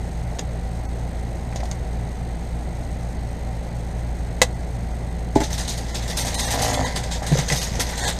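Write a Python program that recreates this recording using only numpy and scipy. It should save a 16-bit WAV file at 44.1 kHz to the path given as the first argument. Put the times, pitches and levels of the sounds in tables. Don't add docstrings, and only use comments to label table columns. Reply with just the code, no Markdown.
import sys
import numpy as np
from scipy import signal
from scipy.fft import rfft, irfft, dct, next_fast_len
from scipy.io import wavfile
from scipy.ndimage import uniform_filter1d

SR = 44100
rng = np.random.default_rng(int(sys.argv[2]) if len(sys.argv) > 2 else 0)


def generate_wav(signal):
    frames = np.transpose(np.atleast_2d(signal))
    scaled = np.clip(frames, -1, 1) * 32767
    pcm = np.round(scaled).astype(np.int16)
    wavfile.write(sys.argv[1], SR, pcm)


def gain_from_decibels(decibels):
    exponent = np.asarray(decibels, float) / 20
    return 10 ** exponent


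N = 361517


def rms_one(x):
    return x / np.sqrt(np.mean(x ** 2) + 1e-20)


def at_hz(points, hz):
    points_hz, points_db = np.transpose(points)
    return np.interp(np.log(hz), np.log(points_hz), points_db)


def drift(rate):
    r = np.exp(-80 * np.pi * rate / SR)
    slow = signal.lfilter([1], [1, -2 * r, r * r], rng.standard_normal(N // 40 + 2002))[2000:]
    return np.interp(np.arange(N) / 40, np.arange(len(slow)), rms_one(slow))


def ring(clicks, hz, t60):
    r, w = gain_from_decibels(-60 / (t60 * SR)), 2 * np.pi * hz / SR
    return signal.lfilter([0, np.sin(w)], [1, -2 * r * np.cos(w), r * r], clicks + 1e-18)


def resonance(x, hz, width):
    r = np.exp(-np.pi * width / SR)
    w = 2 * np.pi * hz / SR
    return signal.lfilter([(1 - r * r) / 2, 0, (r * r - 1) / 2], [1, -2 * r * np.cos(w), r * r], x)


def bursts(rows, rise_s):
    out = np.zeros((3, N))
    for s, peak_db, dull_db, top_db, t60 in rows:
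        at = round(s * SR)
        t = np.arange(min(N - at, SR // 2)) / SR
        shape = gain_from_decibels(-60 * t / max(t60, .005)) * np.minimum(t / max(rise_s, 1e-4), 1)
        out[:, at:at + len(t)] += gain_from_decibels(peak_db + np.array([[dull_db], [0], [top_db]])) * shape
    return out


def crackle(levels, per_s, spread_db, cycles, patchy_db, trims_db):
    # pitch in Hz, level in dB per Hz.
    facet_tone = [(530, -1.5), (900, 0), (1160, -13), (1910, -4), (2720, -13.5), (3540, -4), (6500, -6),
                  (12100, -16.5), (15500, -32)]
    dull_below_hz, top_above_hz = 2500, 8000
    sizes = gain_from_decibels(abs(spread_db) * np.minimum(rng.exponential(1, N), 4)) * rng.choice([-1, 1], N)
    snaps = rms_one(sizes * (rng.random(N) < per_s / SR))
    pitches, dealt = np.geomspace(700, 14800, 32), rng.integers(0, 32, N)
    weights = gain_from_decibels(at_hz(facet_tone, pitches)) * np.sqrt(pitches)
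    weights = weights / np.sqrt(np.sum(weights[pitches > dull_below_hz] ** 2))
    patches = [gain_from_decibels(patchy_db * drift(3.9)) for _ in range(8)]
    out, first = np.zeros(N), np.argmax(levels[1] > 1e-5)
    for k, hz in enumerate(pitches):
        lift = np.sqrt(len(pitches) * 4 * np.log(1000) * hz / (cycles * SR))
        zone = int(hz > dull_below_hz) + int(hz > top_above_hz)
        envelope = levels[zone] * gain_from_decibels(trims_db[zone]) * patches[k % len(patches)]
        force = envelope * snaps * (dealt == k)
        out[first:] += weights[k] * lift * ring(force[first:], hz, cycles / hz)
    return out


def strike(hits, modes, trim_db, soft_hz):
    hits, out = np.array(hits), np.zeros(N)
    at = np.round(hits[:, 0] * SR).astype(int)
    luck_db = rng.normal(0, 1.5, (len(hits), len(modes)))
    heard = slice(at.min(), at.max() + SR)
    for k, (hz, level_db, t60) in enumerate(modes):
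        clicks = np.zeros(N)
        clicks[at] = gain_from_decibels(hits[:, 1] + level_db + trim_db + luck_db[:, k])
        out[heard] += ring(clicks[heard], hz, t60) * (-1) ** k
    return signal.lfilter(*signal.butter(1, min(soft_hz, 18000), fs=SR), out)


def hum():
    fan_hz, motor_hz, mains_hz, mains_db = 23.97, 57.975, 119.935, -38.5
    fan_orders_db = [-37, -67, -61, -48.5, -60, -59.5, -40.5, -67, -68]
    motor_orders_db = [-26, -35, -41.5, -47]
    # pitch in Hz, width in Hz, rms level in dB.
    panels = [(60.1, 13, -72), (80.3, 9.1, -45.5), (126, 0.41, -53), (162.8, 3.8, -53.5), (760, 10.5, -53)]
    t = np.arange(N) / SR - 0.008
    lines = [(fan_hz * (k + 1), db) for k, db in enumerate(fan_orders_db)]
    lines += [(motor_hz * (k + 1), db) for k, db in enumerate(motor_orders_db)]
    lines += [(mains_hz, mains_db)]
    turns = rng.random(len(lines))
    turns[-1] = turns[len(fan_orders_db) + 1]
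    out = np.zeros(N)
    for (hz, db), turn in zip(lines, turns):
        out += gain_from_decibels(db + 0.72 * drift(0.64)) * np.sin(2 * np.pi * (hz * t + turn))
    for hz, width, db in panels:
        shaken = resonance(rng.standard_normal(N + SR), hz, width)
        out += gain_from_decibels(db) * rms_one(resonance(shaken, hz, width)[SR:])
    return out


def air():
    # frequency in Hz, level in dB per Hz.
    air_tone = [(39, 4), (66, -6.5), (85, -3), (102, -20), (122, -9), (172, -11), (193, -12.5), (327, -20),
                (778, -19), (1120, -34), (1980, -34), (2860, -41.5), (8370, -48.5), (15500, -64)]
    air_db = -37.5
    hz = np.maximum(np.fft.rfftfreq(N, 1 / SR), 1)
    tone = rfft(rng.standard_normal(N)) * gain_from_decibels(at_hz(air_tone, hz))
    tone = tone / (1 + (45 / hz) ** 6)
    low, high = irfft(tone * (hz < 5000), N), irfft(tone * (hz >= 5000), N)
    noise = low + high * gain_from_decibels(1.9 * drift(46))
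    return gain_from_decibels(air_db) * noise / np.std(irfft(tone * (hz > 200), N))


def fizz():
    cycle_hz, cycle_start_s = 25.025, 3.08
    # ms into the cycle, width in ms, level in dB.
    pulses = [(10.1, 3.1, -0.57), (27.6, 1, -1.8), (34.2, 3, -1)]
    # centre in Hz, width in Hz, rms level in dB.
    hiss_bands = [(4100, 1000, -59), (6380, 880, -60), (8310, 890, -59), (11800, 1100, -68.5)]
    ms = 1000 * ((np.arange(N) / SR - cycle_start_s) % (1 / cycle_hz))
    gate = sum(gain_from_decibels(db) * np.exp(-.5 * ((ms - at) / width) ** 2) for at, width, db in pulses)
    white = rng.standard_normal(N) * gate
    out = np.zeros(N)
    for hz, width, db in hiss_bands:
        out += gain_from_decibels(db) * rms_one(resonance(resonance(white, hz, width), hz, width))
    return out


def kitchen(x):
    t60_s, wall_cut_hz = 0.083, 21000
    size = next_fast_len(N + SR)
    hz = np.fft.rfftfreq(size, 1 / SR)
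    walls, tail = 1 / (1 + 1j * hz / wall_cut_hz), 0
    for k, lag in enumerate(rng.uniform(.004, .022, 10)):
        loop = gain_from_decibels(-60 * lag / t60_s) * walls * np.exp(-2j * np.pi * hz * lag)
        tail = tail + (-1) ** k * loop / (1 - loop)
    return irfft(rfft(x, size) * tail, size)[:N]


def bottle():
    # start in seconds, peak in dB, dull part in dB, top part in dB,
    # decay in seconds.
    sputters = [(0.3858, -22.5, 2, -22, 0.043), (0.392, -13.5, -11, -30, 0.017),
                (1.5233, -39.5, 20, -10, 0.04), (1.5584, -21.5, -8, -27, 0.091),
                (1.6016, -27, 10, -14, 0.04), (1.6332, -23, -6, -18, 0.032), (1.653, -27.5, 1, -9, 0.063),
                (1.7124, -21, -1, -19, 0.049), (2.4508, -42, 5, 0, 0.04)]
    # time in seconds, peak in dB.
    cap_snap = [(4.4167, -9)]
    # pitch in Hz, level in dB, 60 dB decay in seconds.
    cap_modes = [(505, 7.5, 0.077), (670, -14, 0.062), (840, -4, 0.06), (1090, 5, 0.023), (1450, -23, 0.04),
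                 (2030, 10.5, 0.027), (3090, -14, 0.028), (3730, 4, 0.035), (4220, 5, .04),
                 (5260, -1, 0.033), (6510, -15, 0.066), (8200, -2, 0.05)]
    # time in seconds, peak in dB.
    set_down = [
        (5.358, 2.5),
        (5.401, -11),
        (5.410, -14),
        (5.417, -13),
    ]
    # pitch in Hz, level in dB, 60 dB decay in seconds.
    counter_modes = [(121.7, 0.5, 0.074), (234, -3.5, 0.092), (297, 5.5, 0.073), (403, -1, 0.083),
                     (568, -6.5, 0.08), (664, -10, 0.18), (853, -1.5, 0.084), (1060, -20, 0.034),
                     (1820, -19, 0.027)]
    crack = bursts([(s, db + .5, -2.0, -10.0, .05) for s, db in cap_snap], rise_s=0.00016)
    levels = gain_from_decibels(-11.0) * bursts(sputters, rise_s=0.0018) + crack
    out = crackle(levels, per_s=36000, spread_db=1.5, cycles=16.4, patchy_db=-2.5, trims_db=[3.0, 0, 5.0])
    out += strike(cap_snap, cap_modes, trim_db=-10, soft_hz=9000)
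    return out + strike(set_down, counter_modes, trim_db=-12.0, soft_hz=1500)


def taps():
    # time in seconds, peak in dB, pitch in Hz, 60 dB decay in seconds.
    low_taps = [(0.392, -14, 506, 0.025), (1.559, -11, 700, 0.026), (1.6, -14, 579, 0.023),
                (1.632, -8, 716, 0.026), (6.249, -13.5, 700, 0.047), (6.779, -7.5, 605, 0.029),
                (7.113, -17, 810, 0.02), (7.221, -7, 720, 0.017), (7.355, -2, 517, 0.025),
                (7.38, -11, 517, 0.012), (7.501, -6, 2070, 0.015), (7.521, -11, 496, 0.033),
                (7.5226, -7.5, 1950, 0.016), (7.792, -5.5, 510, 0.023), (7.805, -11, 1850, 0.031)]
    bright_ticks = [(0.393, -11.5, 6600, 0.01), (1.5604, -18, 6640, 0.012), (1.7135, -12.5, 6700, 0.0064),
                    (6.1729, -18, 6500, 0.022), (6.7784, -18, 3400, 0.012), (7.1134, -27, 6450, 0.012),
                    (7.5014, -9, 2500, 0.014), (7.5228, -6.5, 5150, 0.013), (7.7944, -17, 6440, 0.012)]
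    out, t = np.zeros(N + SR), np.arange(SR // 4) / SR
    for s, db, hz, t60 in list(low_taps) + list(bright_ticks):
        at = round(s * SR)
        out[at:at + len(t)] += gain_from_decibels(db - 9.5 - 60 * t / t60) * np.sin(2 * np.pi * hz * t)
    return out[:N]


def judder():
    # time in seconds, slips per second, level in dB.
    slipping = [(6.498, 51, -50), (6.54, 55, -25.5), (6.618, 56.4, -20.5), (6.771, 54.6, -26.5),
                (6.801, 51.5, -21.5), (6.861, 58, -30), (6.92, 51, -50)]
    # pitch in Hz, width in Hz, level in dB.
    slip_modes = [(109, 12, 10), (266, 20, 3.5), (450, 200, -7.5), (624, 73, 3.5), (730, 63, 4.5),
                  (900, 180, -23)]
    first_slip_s = 6.5028
    s, per_s, level_db = np.transpose(slipping)
    t = np.arange(N) / SR
    turns = np.cumsum(np.interp(t, s, per_s) * (t > first_slip_s)) / SR
    slips = np.diff(np.floor(turns), prepend=0) * gain_from_decibels(2.0 * rng.standard_normal(N))
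    slips = slips * (t < s[-1]) + 1e-18
    kick = sum(gain_from_decibels(db) * rms_one(resonance(slips, hz, width)) for hz, width, db in slip_modes)
    kick = signal.sosfilt(signal.butter(4, 1250, fs=SR, output="sos"), kick)
    return -gain_from_decibels(np.interp(t, s, level_db, left=-120, right=-120) - 15.0) * rms_one(kick)


def creases():
    # start in seconds, peak in dB, dull part in dB,
    # top part in dB, length in seconds.
    pulling = [(5.352, -19.5, -1.5, -22, 0.02), (5.3994, -20, -1.5, -18, 0.029),
               (5.433, -20, -18, -20, 0.025), (5.5, -26, -10, -16, 0.027), (5.526, -17, -20, -17.5, 0.02),
               (5.576, -18.5, -13, -15, 0.039), (5.674, -17.5, -24, -17, 0.051),
               (5.772, -26.5, -29, -9, 0.021), (5.862, -34, -28, -17, 0.027),
               (5.9434, -18.5, -17, -19, 0.031), (6.018, -28, -28, -17, 0.022),
               (6.0744, -27, -15, -9, 0.027), (6.097, -21, -11, -18, 0.028), (6.1673, -14, -17, -12, 0.048),
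               (6.246, -20, -13, -12, 0.051), (6.3405, -19.5, -21, -11, 0.057),
               (6.391, -17, -27, -16, 0.042), (6.448, -32, -22, 1, 0.02), (6.503, -18.5, -22, -10.5, 0.04),
               (6.59, -24, -3, -12, 0.027), (6.6156, -13, -20, -13.5, 0.042),
               (6.675, -22.5, -14, -14, 0.027), (6.727, -20, -7, -8.5, 0.022), (6.845, -21, -4, -18, 0.024)]
    folding = [(6.9564, -14.5, -9, -15.5, 0.023), (7.0334, -18, -14, -23, 0.011),
               (7.1105, -18.5, -13.5, -24, 0.048), (7.2243, -23.5, 0.5, -15, 0.015),
               (7.2624, -19.5, -8, -13, 0.027), (7.3163, -23.5, -6.5, -19, 0.056),
               (7.37, -16.5, -10, -19, 0.023), (7.384, -23.5, -7, -19, 0.039),
               (7.4815, -14.5, -12, -18, 0.021), (7.497, -24.5, -2, -15, 0.027),
               (7.521, -16.5, -9, -13.5, 0.027), (7.557, -15, -33, -16, 0.036),
               (7.613, -16, -19.5, -17, 0.038), (7.668, -33, -16, -19, 0.022), (7.749, -24, -4, -19, 0.015),
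               (7.7944, -10, -10.5, -12.5, 0.025), (7.86, -26.5, -6, -20, 0.032),
               (7.888, -25.5, -10, -12, 0.025), (7.923, -36, 8, -16, 0.019), (7.972, -24.5, -7, -9, 0.027),
               (8.011, -18, -8, -24, 0.039), (8.0494, -16, -7, -26, 0.028),
               (8.077, -15.5, -6.5, -12, 0.022), (8.187, -17.5, -10, -20.5, 0.03)]
    rise_s, sag_db = 0.0054, 6
    trims_db = np.array([[1], [0], [8]]) - 13
    out = np.zeros((3, N))
    for s, peak_db, dull_db, top_db, length in list(pulling) + list(folding):
        at, length = round(s * SR), max(length, .001)
        t = np.arange(min(N - at, SR // 2)) / SR
        release_t60 = 0.091 + 1.5 * length
        fall_db = sag_db * np.minimum(t / length, 1) + 60 * np.maximum(t - length, 0) / release_t60
        parts_db = peak_db + np.array([[dull_db], [0], [top_db]]) + trims_db
        out[:, at:at + len(t)] += gain_from_decibels(parts_db - fall_db) * np.minimum(t / rise_s, 1)
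    return out


def foil():
    # time in seconds, level in dB.
    handling = [(5.36, -58), (5.56, -38), (5.98, -39.5), (6.39, -31), (6.57, -25.5), (6.88, -34),
                (7.18, -44.5), (7.53, -35), (8.2, -35.5)]
    # time in seconds, rumble in dB.
    sliding = [(5.5, -51), (5.508, -46), (5.982, -39.5), (6.508, -27.5), (6.602, -25), (6.848, -25),
               (6.972, -31.5), (7.2, -36.5)]
    # pitch in Hz, width in Hz, level in dB.
    drag_modes = [(103.4, 24, -5.5), (251.4, 17, -6.5), (479, 55, -4), (606, 103, -3), (764, 75, -4),
                  (936, 100, -7), (1052, 25, -18.5), (1576, 77, -15), (1870, 410, -6.5)]
    # time in seconds, peak in dB.
    thumps = [
        (7.316, -1),
        (7.383, -11),
        (7.514, -13.5),
    ]
    # pitch in Hz, level in dB, 60 dB decay in seconds.
    board_modes = [(129.4, -4, 0.35), (150, 5, 0.11), (190, -12, 0.096), (248, -10, 0.091),
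                   (372, -10, 0.067), (495, -10.5, 0.11), (700, -11.5, 0.11)]
    t = np.arange(N) / SR
    rustle = gain_from_decibels(np.interp(t, *np.transpose(handling), left=-120) - 6.5 + 2.05 * drift(37))
    folds = creases()
    levels = rustle * gain_from_decibels(np.array([[-3.5], [0], [-15]])) + folds
    out = crackle(levels, per_s=9000, spread_db=0.5, cycles=30.3, patchy_db=2.0, trims_db=[6.0, 0, 7.0])
    grit = rng.standard_normal(N) * gain_from_decibels(1.9 * drift(46))
    drag = np.zeros(N)
    for k, (hz, width, db) in enumerate(drag_modes):
        drag += gain_from_decibels(db) * rms_one(resonance(grit, hz, width)) * (-1) ** k
    path = list(sliding) + [(9.2, -52)]
    rubbing = gain_from_decibels(np.interp(t, *np.transpose(path), left=-120) - 4.0)
    rubbing = rubbing + gain_from_decibels(2) * folds[0]
    out += rubbing * rms_one(drag)
    return out - strike(thumps, board_modes, trim_db=-8.0, soft_hz=700)


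def scene():
    kitchen_db = -13
    near = bottle() + foil() + judder() + taps()
    return near + gain_from_decibels(kitchen_db) * kitchen(near) + hum() + air() + np.zeros((1, N))


def thin_out(x):
    # centre in seconds, height in dB over the neighbourhood that survives.
    thin_moments = [(.875, 6), (4.545, 3), (4.592, 3), (4.928, 3), (5.103, 3), (5.927, 3), (6.147, 4),
                    (6.211, 3), (6.368, 7), (6.426, 4), (6.467, 5), (6.699, 2), (6.769, 3), (6.85, 4),
                    (7.598, 2), (8.023, 5), (8.063, 5)]
    out, size = x.copy(), 1700
    window, hz = signal.windows.tukey(size, .7), np.arange(size) * SR / (2 * size)
    treble = hz > 1100
    for s, step_db in thin_moments:
        at = round(s * SR) - size // 2
        lines = dct(out[at:at + size] * window, norm="ortho")
        local = np.sqrt(uniform_filter1d(lines ** 2 * treble, size=90))
        gain = np.where(abs(lines) < gain_from_decibels(step_db) * local, gain_from_decibels(-16), gain_from_decibels(2))
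        out[at:at + size] += dct(lines * (gain - 1) * treble, 3, norm="ortho")
    return out


def band_limit(x):
    return signal.sosfilt(signal.butter(12, 15870, fs=SR, output="sos"), x)


def record(dry):
    # pitch in Hz, width in Hz, lift in dB.
    housing = [(1998, 214, 4.5), (3620, 1600, 1), (6450, 360, 5.5), (8400, 290, 7), (11550, 300, 1)]
    cutoff_hz = 15650
    x = dry + sum((gain_from_decibels(db) - 1) * resonance(dry, hz, width) for hz, width, db in housing) + fizz()
    x = np.clip(x, -1, 1)
    x = signal.sosfilt(signal.cheby2(12, 50, cutoff_hz, fs=SR, output="sos"), x)
    return band_limit(thin_out(x[0])[None])


dry = scene()
out = record(dry)
generate_wav(out)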